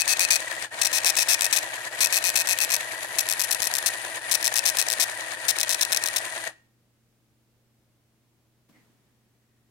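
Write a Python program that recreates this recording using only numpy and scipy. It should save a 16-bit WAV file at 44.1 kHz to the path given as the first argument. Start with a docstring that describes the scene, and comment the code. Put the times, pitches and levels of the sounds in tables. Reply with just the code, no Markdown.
"""A shuttle dot-matrix printer

A tiny printer on a wooden desk prints six lines on a paper roll, then stops. A geared motor swings the
shuttle to and fro, one pass for each row of dots; the impacts of four needles excite resonances of the
platen, and a pawl steps the paper on. The left microphone port faces the printer, the right is
shaded. Mains hum fills the quiet room, and near the end a hand shifts on the microphone."""
import sys
import numpy as np
from scipy import signal
from scipy.fft import rfft, irfft, next_fast_len
from scipy.io import wavfile

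SR = 44100
rng = np.random.default_rng(int(sys.argv[2]) if len(sys.argv) > 2 else 0)


def log_audio(samples):
    """Write samples as a 16-bit WAV file to the path given in sys.argv[1]."""
    # one column per channel
    frames = np.atleast_2d(samples).T
    # limit to full scale, then quantise
    limited = np.clip(frames, -1, 1)
    pcm = np.round(limited * 32767).astype(np.int16)
    wavfile.write(sys.argv[1], SR, pcm)


N = 427769
TIME = np.arange(N) / SR
QUADRATURE = np.array([[0], [np.pi / 2]])   # phases of two channels a quarter cycle apart

# even runs of needle blows, from a lone tick to a short rasp: start_s, length_s, dot_count, level_db
DOT_RUNS = [(0.0007, 0.0184, 4, 0), (0.0776, 0.0018, 3, 0), (0.0857, 0.049, 13, 0), (0.1937, 0.0018, 3, 0),
            (0.2059, 0.0442, 9, 0), (0.3052, 0.0082, 5, 2), (0.3206, 0.0168, 4, 2), (0.3426, 0.0073, 2, 0),
            (0.3574, 0.0059, 3, 1), (0.815, 0.0068, 5, 2), (0.832, 0.0057, 3, -4), (0.8483, 0.0095, 4, 2),
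            (0.868, 0.0041, 2, -1), (0.9293, 0.0469, 13, -1), (0.9821, 0.0032, 2, 2),
            (1.0465, 0.0111, 2, 4), (1.0628, 0.0109, 5, 3), (1.0794, 0.0186, 4, 1), (1.1007, 0.0045, 4, 0),
            (1.1667, 0.0113, 4, 1), (1.1862, 0.0057, 3, 4), (1.2005, 0.0118, 4, 1), (1.2179, 0.012, 5, 0),
            (1.2862, 0.0286, 11, 2), (1.3206, 0.0143, 5, 3), (1.3424, 0.005, 4, 0), (1.4093, 0.0111, 2, 4),
            (1.4281, 0.0039, 2, -1), (1.4433, 0.0048, 3, 2), (1.4546, 0.0102, 2, 4), (1.5274, 0.0113, 6, 2),
            (1.5431, 0.0122, 5, -3), (1.5621, 0.0122, 6, 1), (1.5844, 0.0043, 2, -1),
            (2.0063, 0.0283, 11, 1), (2.0433, 0.0066, 4, 2), (2.0594, 0.0118, 2, 1), (2.1259, 0.0383, 8, 0),
            (2.1689, 0.0063, 2, 3), (2.1776, 0.0091, 2, 0), (2.241, 0.0492, 10, 0), (2.2927, 0.0088, 2, 2),
            (2.3565, 0.0079, 4, 2), (2.3728, 0.0084, 4, 1), (2.3893, 0.0293, 6, 0), (2.4726, 0.0061, 2, -1),
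            (2.4887, 0.0268, 6, -1), (2.5215, 0.0111, 5, -2), (2.5875, 0.0163, 2, 1),
            (2.612, 0.0138, 7, -2), (2.6308, 0.0172, 4, 0), (2.7032, 0.0059, 2, 0), (2.719, 0.0116, 3, 2),
            (2.7381, 0.0068, 5, 1), (2.7533, 0.0116, 2, 0), (3.1855, 0.0079, 4, 3), (3.2048, 0.0054, 3, -1),
            (3.2884, 0.0213, 3, 1), (3.3145, 0.0213, 3, -1), (3.3952, 0.0107, 3, 1), (3.4161, 0.0059, 2, 0),
            (3.4374, 0.0109, 4, -4), (3.5098, 0.0054, 3, 1), (3.5254, 0.0057, 3, 0), (3.5474, 0, 1, -1),
            (3.62, 0.0107, 3, 1), (3.6415, 0.0161, 4, -4), (3.6707, 0.0029, 2, -1), (3.7388, 0.0136, 2, 1),
            (3.7599, 0.0079, 2, -2), (3.7839, 0.0025, 2, -1), (3.861, 0.0113, 5, 3),
            (3.8776, 0.0113, 5, -3), (4.3132, 0.0107, 5, 2), (4.3295, 0.0111, 2, 3), (4.346, 0.0082, 4, 2),
            (4.4277, 0.0159, 2, 1), (4.4483, 0.0027, 2, -1), (4.4544, 0.0238, 4, 2), (4.5408, 0.0161, 2, 2),
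            (4.5594, 0.005, 2, 1), (4.5678, 0.024, 4, 3), (4.6549, 0.0082, 4, 2), (4.6714, 0.0166, 4, 3),
            (4.6916, 0.0082, 2, 3), (4.7705, 0.0161, 2, 3), (4.7893, 0.0172, 7, 0), (4.8147, 0.0107, 2, 1),
            (4.8857, 0.0159, 2, 1), (4.9125, 0.0238, 4, 1), (4.9989, 0.0163, 7, 1), (5.0229, 0.0172, 7, 0),
            (5.4832, 0.0111, 5, 4), (5.4991, 0.0113, 5, -1), (5.5864, 0.0127, 2, 0), (5.605, 0.0075, 2, 1),
            (5.6311, 0.0027, 2, 2), (5.6932, 0.022, 5, 1), (5.7252, 0.0086, 4, -1), (5.7447, 0.0027, 2, -1),
            (5.8102, 0.0052, 3, 2), (5.8229, 0.0093, 4, 3), (5.8508, 0, 1, -2), (5.9206, 0.0107, 3, 3),
            (5.9474, 0.0156, 2, 1), (5.9712, 0.0027, 2, 0), (6.0383, 0.0213, 2, 3), (6.0644, 0.0215, 3, -2),
            (6.1617, 0.0082, 4, 2), (6.1803, 0.0059, 3, -4)]
# a high, bright peak in hiss and clicks that shifts as the microphone moves: time_s, pitch_hz, level_db
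BRIGHT_PEAK = [(1.4, 8654, -14.5), (1.7, 10820, -16.5), (2.8, 10690, -13.5), (3.5, 9590, 6.5),
               (5.2, 9310, 1)]
# spectrum of sliding friction: frequency_hz, level_db
FRICTION_SPECTRUM = [(800, -23), (2300, 2), (4400, -2), (5500, -6.5), (6500, -2), (10500, -3), (16000, -25)]
# hum of the mains, then of appliances: pitch_hz, level_db
HUM_TONES = [(120, -71), (224, -79), (325, -85)]


def needles(level_db=1, spread_db=1.5, frame_db=-5, bounce_s=.0061, bounce_db=-16):
    """Impact excitation: each dot is a blow, a metal crack and a rebound, and sets the printer ringing."""
    # spectrum of the impacts: frequency_hz, level_db
    impact_spectrum = [(90, -52), (700, -16.5), (1300, -14), (3200, -2.5), (4900, 1), (6100, 6.5),
                       (6850, -1), (7700, 3), (9300, 3), (10000, -3.5), (11500, 1.5), (15500, -12.5)]
    times, run_db = dots()
    strength, timing = rng.standard_normal((len(times), 2)).T
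    gains = from_db(level_db + run_db + spread_db * strength)
    blows = clicks(times, gains)
    rebounds = clicks(times + bounce_s * (1 + .5 * timing), gains * from_db(bounce_db))
    impacts = blows + clatter(rebounds, t60_s=.0085) + from_db(frame_db) * clatter(blows, t60_s=.022)
    impacts += needle_cracks(times, gains)
    return colour(impacts, impact_spectrum) + ringing_tones(impacts)


def needle_cracks(times, gains, count=4, level_db=1, t60_s=.0085):
    """The needles fire in turn, each with its own impulse response, a burst of decaying noise."""
    age = TIME[:SR // 100]
    cracks = 0
    for k in range(count):
        crack = rng.standard_normal((2, len(age))) * from_db(-60 * age / t60_s)
        crack *= from_db(level_db) / np.linalg.norm(crack, axis=1, keepdims=True)
        crack[:, 0] = 0
        cracks += convolve(clicks(times[k::count], gains[k::count])[None], crack)
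    return cracks


def ringing_tones(impacts, waver=.014):
    """Resonance: the platen rings; three more peaks colour the clicks and shift as the microphone moves."""
    # modes of the platen: pitch_hz, width_hz, level_db
    platen_modes = [(2554.5, 45, 9), (6140, 170, -8), (7960, 240, -5.5), (8898, 180, -8)]
    # the platen carries best at first, while the microphone faces it: time_s, level_db
    platen_reach = [(.2, 8.5), (.9, 2.5), (2.6, 6.5), (3.4, -2.5)]
    # lower ringing tone in the clicks, shifting from line to line: time_s, pitch_hz, level_db
    lower_tone = [(.3, 4500, 6), (1.4, 3851, -6.5), (2.05, 4300, 1), (3.5, 4200, -9), (5.8, 4050, 2.5)]
    # upper ringing tone, shifting likewise: time_s, pitch_hz, level_db
    upper_tone = [(.3, 6080, -0.5), (1.099, 5540, 5.5), (2.4, 5477, -10.5), (4.5, 5360, 2)]
    force = butterworth(impacts, 1200, "high")   # these tones carry no bass
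    bend = 1 + waver * drift(60)   # the pitch wavers as the blows move along the platen
    platen = sum(from_db(db) * resonance(force, hz * bend, width) for hz, width, db in platen_modes)
    platen *= from_db(read(platen_reach, TIME)[0])
    bright = from_db(-7) * moving_ring(impacts, BRIGHT_PEAK, width_hz=600)
    lower = moving_ring(force, lower_tone, width_hz=300)
    upper = moving_ring(force, upper_tone, width_hz=230)
    return platen + bright + lower + upper


def dots():
    """Evenly spaced impulses make a rasp: the time (s) and level (dB) of every dot."""
    return np.transpose([(time_s, db) for start, length, count, db in DOT_RUNS
                         for time_s in np.linspace(start, start + length, round(count))])


def drive(flutter=.004304, wander=.003, gear_db=-35, thrum_db=-69):
    """Cyclic loading: whine, gear rattle and friction swell with each pass; the case resonates."""
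    # one pass, pawl to pawl: pass_share, gear_db, whine_db, friction_db, speed_factor
    load_cycle = [(0, 0, -4.5, -3, 1.01), (.12, 2, -4.5, -0.5, 1.03), (.22, -4.5, 3, -2.5, 1),
                  (.35, -1, 2.5, -4, .985), (.48, -2, -5.5, -3.5, 1.005), (.6, -1.5, 5, -4, 1.018),
                  (.69, -2.5, 6.5, -2, .985), (.79, -3, -9.5, -3.5, .955), (.93, 0, 1.5, -2.5, .98),
                  (1, 2, -2.5, 6, 1.01)]
    # spectrum of the rattling teeth: frequency_hz, level_db
    gear_spectrum = [(60, -36.5), (270, -20.5), (330, -9.5), (410, -16.5), (520, -8), (660, -5.5),
                     (1150, -8.5), (1500, -6), (1850, 4.5), (2100, -17), (4500, -16), (12000, -50.5)]
    # modes of the plastic case: pitch_hz, t60_s, level_db
    case_modes = [(324.9, 0.18, -59.5), (1870, 0.08, -54)]
    speed_hz, effort_db = motor()
    load_db, mesh_db, friction_db, pace = read(load_cycle, pass_share())
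    angle = phase(speed_hz * pace * (1 + flutter * drift(150) + wander * drift(20)))
    whine = gear_whine(angle, mesh_db)
    teeth = contact_noise(angle, rough_hz=400)
    gears = from_db(gear_db + load_db) * rms_one(colour(teeth, gear_spectrum))
    case_force = teeth * from_db(effort_db + load_db)
    case = sum(from_db(db) * rms_one(ring(case_force, hz, t60_s)) for hz, t60_s, db in case_modes)
    thrum = from_db(thrum_db) * np.sin(angle / 3) * np.sqrt(2)   # a 3:1 reduction gear
    friction = from_db(friction_db) * shuttle_friction(angle)
    return case + from_db(effort_db) * (whine + thrum + gears + friction)


def gear_whine(angle, mesh_db, mesh_order=6, rough_db=2.5, trim_db=-7.5):
    """Periodic tooth contact gives harmonics of the rotation; the higher ones vary more with the load."""
    # partials of motor and gears: shaft_order, level_db
    partials = [(1, -56), (2, -46), (3, -45), (5, -43.5), (6, -35.5), (7, -50)]
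    whine = 0
    for order, db in partials:
        level_db = db + trim_db + mesh_db * order / mesh_order + rough_db * drift(130)
        whine += from_db(level_db) * np.sqrt(2) * np.sin(round(order) * angle + QUADRATURE)
    return whine


def shuttle_friction(angle, hiss_db=-32.5, peak_db=-40, half_width_hz=450):
    """Sliding friction gives a broad hiss; a high, bright peak in it shifts as the microphone moves."""
    grit = contact_noise(angle, rough_hz=900)
    hiss = from_db(hiss_db) * rms_one(colour(grit, FRICTION_SPECTRUM))
    peak_hz, reach_db = read(BRIGHT_PEAK, TIME)
    band = butterworth(grit, half_width_hz) * np.sin(phase(peak_hz))
    return hiss + from_db(peak_db + .5 * reach_db) * rms_one(band)


def contact_noise(angle, rough_hz, rough_db=3, throb=.24):
    """Amplitude modulation: the noise of rough contact flickers and throbs once per motor turn."""
    noise = rng.standard_normal((2, N))
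    return noise * from_db(rough_db * drift(rough_hz)) * (1 + throb * np.sin(angle))


def motor(free_hz=324, print_sag=.04, coast_sag=.17, labour_db=1.5, stop_s=6.48):
    """Speed (Hz) and level (dB): load slows the motor and makes it louder; unpowered, it coasts."""
    lead_s, overrun_s, dot_s = .092, .027, .00276
    steps = paper_steps()
    powered = during(steps[:, 0] - lead_s, np.minimum(steps[:, -1] + overrun_s, stop_s))
    running = follow(powered, time_s=.017914)
    start, length, *_ = np.transpose(DOT_RUNS)
    load = follow(during(start, start + length + dot_s), time_s=.03)
    speed_hz = free_hz * (1 - print_sag * load) * (1 - coast_sag * (1 - running))
    return speed_hz, 20 * np.log10(running) + labour_db * load


def paper_steps(dot_rows=7, blank_rows=3, blank_pass_s=.1105):
    """The pawl's rhythm, one step a pass, quicker on blank rows: times (s) by line and row."""
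    # printed lines, the first already under way: first_step_s, printing_pass_s
    text_lines = [(-.405, 0.1157), (.797, 0.1193), (1.993, 0.117), (3.156, 0.11196), (4.298, .1144),
                  (5.453, 0.11452)]
    start, pass_s = np.transpose(text_lines)[:, :, None]
    row = np.arange(dot_rows + blank_rows)
    return start + pass_s * np.minimum(row, dot_rows) + blank_pass_s * np.maximum(row - dot_rows, 0)


def pass_share():
    """The phase of the shuttle's cycle, 0 to 1 between paper steps."""
    steps = paper_steps().ravel()
    return np.interp(TIME, steps, np.arange(len(steps))) % 1


def pawl(level_db=-6, spread_db=2, catch_s=.009, catch_db=-5, t60_s=.009):
    """A double impact: the pawl ticks over a ratchet tooth, then snaps in."""
    # spectrum of the snap: frequency_hz, level_db
    snap_spectrum = [(300, -8), (7000, 4), (15500, -11)]
    steps = paper_steps()
    times = steps[steps > 0]
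    gains = from_db(level_db + spread_db * rng.standard_normal(len(times)))
    snap = clatter(clicks(times, gains), t60_s)
    catch = clatter(clicks(times - catch_s, gains * from_db(catch_db)), t60_s)
    return colour(snap, snap_spectrum) + colour(catch, FRICTION_SPECTRUM)


def knocks(spread_db=.5, jitter_s=.0012):
    """Soft impacts of cam and pawl recur in every pass; each makes one damped mode swell and die."""
    # knocks of one pass: pass_share, pitch_hz, rise_s, peak_db
    knock_modes = [(0.039, 338.5, 0.0053, -49), (.09, 1016, 0.0049, -41), (0.129, 1739, 0.0057, -36),
                   (0.912, 3980, 0.0022, -35.5), (.98, 6489, 0.0011, -34.5)]
    steps = paper_steps().ravel()
    number, age = np.arange(len(steps)), TIME[:SR // 20]
    sound = 0
    for share, hz, rise_s, db in knock_modes:
        times = np.interp(number[:-1] + share, number, steps)
        timing, softness = rng.standard_normal((len(times), 2)).T
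        hits = clicks(times + jitter_s * timing, (times > 0) * from_db(db - spread_db * softness))
        swell = age / rise_s * np.exp(1 - age / rise_s)
        sound += convolve(hits[None], swell * np.sin(2 * np.pi * hz * age + QUADRATURE))
    return from_db(motor()[1]) * sound


def spring(level_db=-37, rough_db=3, flutter=.0097):
    """Frequency modulation: the pawl's spring gives a rough falling chirp as it is drawn back."""
    # glide before each paper step: pass_share, pitch_hz, gain
    glide = [(.83, 2720, 0.0069), (.89, 2408, 1), (.94, 2229, 1), (.99, 2055, 0.095)]
    hz, gain = read(glide, pass_share())
    angle = phase(hz * (1 + flutter * drift(300)))
    return gain * from_db(level_db + motor()[1] + rough_db * drift(300)) * np.sin(angle + QUADRATURE)


def beaming(x, band_hz=(10700, 12100)):
    """Directivity: the treble beams, so its level depends on where the microphone is held."""
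    # level of the treble band: time_s, level_db
    treble_reach = [(.3, -7), (1.3, -1.5), (3.2, 4.5), (4.8, -2)]
    band = signal.sosfiltfilt(signal.butter(2, band_hz, "band", fs=SR, output="sos"), x)
    return x + (from_db(read(treble_reach, TIME)[0]) - 1) * band


def ports(x, lag_s=0):
    """Coherence: long waves reach both ports much alike, short ones differ; the right lags by lag_s."""
    # likeness of the two ports: frequency_hz, correlation
    coherence = [(130, 0.54), (640, 0.908), (1400, 0.31), (3000, 0.041)]
    size = next_fast_len(N + SR // 10)
    left, right = rfft(x, size)
    hz = np.fft.rfftfreq(size, 1 / SR)
    alike = np.clip(at_hz(coherence, hz), 0, 1)
    right = (alike * left + np.sqrt(1 - alike ** 2) * right) * np.exp(-2j * np.pi * hz * lag_s)
    return irfft(np.array([left, right]), size)[:, :N]


def shadow(x):
    """Acoustic shadow: the microphone's body screens the right port from short waves."""
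    # response of the right port: frequency_hz, gain_db
    shade = [(200, -5.5), (700, 1.5), (1300, -3.5), (2200, -2.5), (3000, -8.5), (4200, -12), (5600, -25),
             (9000, -26.5), (11500, -22), (13800, -7)]
    return np.vstack([x[:1], colour(x[1:], shade)])


def room(x, wet_db=-20, t60_s=.45, dull_hz=3500, gap_s=.006):
    """Reverberation: a small furnished room answers with a faint, dull, exponentially decaying tail."""
    age = TIME[:SR // 2]
    tail = rng.standard_normal((2, len(age))) * from_db(-60 * age / t60_s) * (age > gap_s)
    tail = butterworth(tail / np.linalg.norm(tail[0]), dull_hz, order=1)
    return from_db(wet_db) * convolve(x[:1], tail)


def handling(attack_s=.0169, squeak_db=-64, squeak_width_hz=160):
    """Structure-borne sound: a hand shifting on the microphone thuds, rubs and briefly squeaks."""
    # shifts of the grip: start_s, decay_s, level_db
    grips = [(8.685, 0.0117, -49), (8.72, 0.302, -62)]
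    # spectrum of thud and rub: frequency_hz, level_db
    grip_spectrum = [(40, -29.5), (235, 0.5), (450, -14.5), (14000, -31)]
    # glide of the squeak: time_s, pitch_hz, gain
    glide = [(8.72, 2119, 0.031), (8.76, 2033, 1), (8.87, 1924, 0.083)]
    envelope = sum(from_db(db) * (TIME > start) * np.exp(-np.abs(TIME - start) / decay_s)
                   for start, decay_s, db in grips)
    rub = follow(envelope, attack_s) * rms_one(colour(rng.standard_normal((2, N)), grip_spectrum))
    hz, gain = read(glide, TIME)
    squeak = rms_one(resonance(rng.standard_normal((2, N)), hz, squeak_width_hz))
    return ports(rub + from_db(squeak_db) * gain * squeak)


def transformer(hum_db=-70):
    """Magnetic hum: the mains transformer sounds harder while the motor draws current."""
    mains = np.sqrt(2) * np.sin(2 * np.pi * HUM_TONES[0][0] * TIME)
    return from_db(hum_db + motor()[1]) * mains


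def background(floor_db=-69.5):
    """Ambient noise: steady hum tones over the broadband floor of still air."""
    # spectrum of the quiet room: frequency_hz, level_db
    floor_spectrum = [(25, -9.5), (80, -0.5), (280, -3), (900, -14.5), (14000, -23)]
    hum = sum(from_db(db) * np.sqrt(2) * np.sin(2 * np.pi * hz * TIME) for hz, db in HUM_TONES)
    air = rms_one(colour(rng.standard_normal((2, N)), floor_spectrum))
    return hum + from_db(floor_db) * ports(air)


def clatter(hits, t60_s):
    """Dense modes merge into noise: each hit leaves a decaying burst with the hit's own energy."""
    decay = from_db(-120 / (t60_s * SR))
    energy = signal.lfilter([1 - decay], [1, -decay], hits ** 2 + 1e-18)
    return np.sqrt(energy) * rng.standard_normal((2, N))


def ring(x, hz, t60_s):
    """A damped oscillator: a unit impulse starts a decaying sine of height 1."""
    decay, step = from_db(-60 / (t60_s * SR)), 2 * np.pi * hz / SR
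    return signal.lfilter([0, np.sin(step)], [1, -2 * decay * np.cos(step), decay ** 2], x + 1e-18)


def resonance(x, hz, width_hz):
    """A resonator of gain 1 whose centre may move."""
    carrier = np.exp(1j * phase(hz))
    return 2 * np.real(carrier * follow(x / carrier, 1 / (np.pi * width_hz)))


def moving_ring(x, track, width_hz):
    """A resonator whose centre and gain follow a table."""
    hz, db = read(track, TIME)
    return from_db(db) * resonance(x, hz, width_hz)


def colour(x, spectrum, size=2048):
    """A minimum-phase filter with the given spectrum, made causal by folding the cepstrum."""
    cepstrum = irfft(np.log(from_db(at_hz(spectrum, np.fft.rfftfreq(size, 1 / SR)))))
    cepstrum[1:size // 2] *= 2
    cepstrum[size // 2 + 1:] = 0
    return convolve(x, irfft(np.exp(rfft(cepstrum)))[None])


def convolve(x, response):
    """Superposition: every sample starts a copy of the impulse response."""
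    return signal.oaconvolve(x, response, axes=1)[:, :N]


def butterworth(x, hz, kind="low", order=2):
    """A filter with a maximally flat passband."""
    return signal.sosfilt(signal.butter(order, hz, kind, fs=SR, output="sos"), x)


def follow(x, time_s):
    """A first-order lag with the given time constant."""
    decay = np.exp(-1 / (time_s * SR))
    return signal.lfilter([1 - decay], [1, -decay], x + 1e-9)


def clicks(times, gains):
    """An impulse of the given height at each time."""
    return np.bincount(np.clip(np.round(times * SR).astype(int), 0, N - 1), gains, N)


def during(starts, ends):
    """A gate: 1 within the spans, 0 outside."""
    return np.cumsum(clicks(starts, np.ones(len(starts))) - clicks(ends, np.ones(len(ends))))


def drift(rate_hz):
    """Random fluctuation of unit rms, with rate_hz new values a second."""
    return rms_one(np.interp(TIME * rate_hz, np.arange(N // 10), rng.standard_normal(N // 10)))


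def phase(hz):
    """Phase in radians, the integral of frequency."""
    return 2 * np.pi * np.cumsum(hz) / SR


def read(rows, at):
    """Linear interpolation of a table's columns along its first."""
    key, *columns = np.transpose(rows)
    return [np.interp(at, key, column) for column in columns]


def at_hz(points, hz):
    """Interpolation on a logarithmic frequency axis."""
    key, value = np.transpose(points)
    return np.interp(np.log(hz + 1), np.log(key), value)


def from_db(db):
    """Decibels to amplitude gain."""
    return 10 ** (np.asarray(db) / 20)


def rms_one(x):
    """Scale to unit rms."""
    return x / np.sqrt(np.mean(x ** 2) + 1e-20)


def scene():
    """Superposition at two ports: the printer's direct sound, its reverberation, hum and handling."""
    mechanism = needles() + pawl() + knocks() + spring() + drive()
    printer = ports(beaming(mechanism), lag_s=.0001219)
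    return shadow(printer) + room(printer) + transformer() + background() + handling()


def record(dry, cutoff_hz=15900):
    """Soft saturation rounds the sharpest treble peaks; a steep low-pass limits the bandwidth."""
    distortion = np.tanh(dry) - dry
    rounded = dry + butterworth(distortion, 900, "high")
    return signal.sosfilt(signal.ellip(10, .1, 70, cutoff_hz, fs=SR, output="sos"), rounded)


dry = scene()
out = record(dry)
log_audio(out)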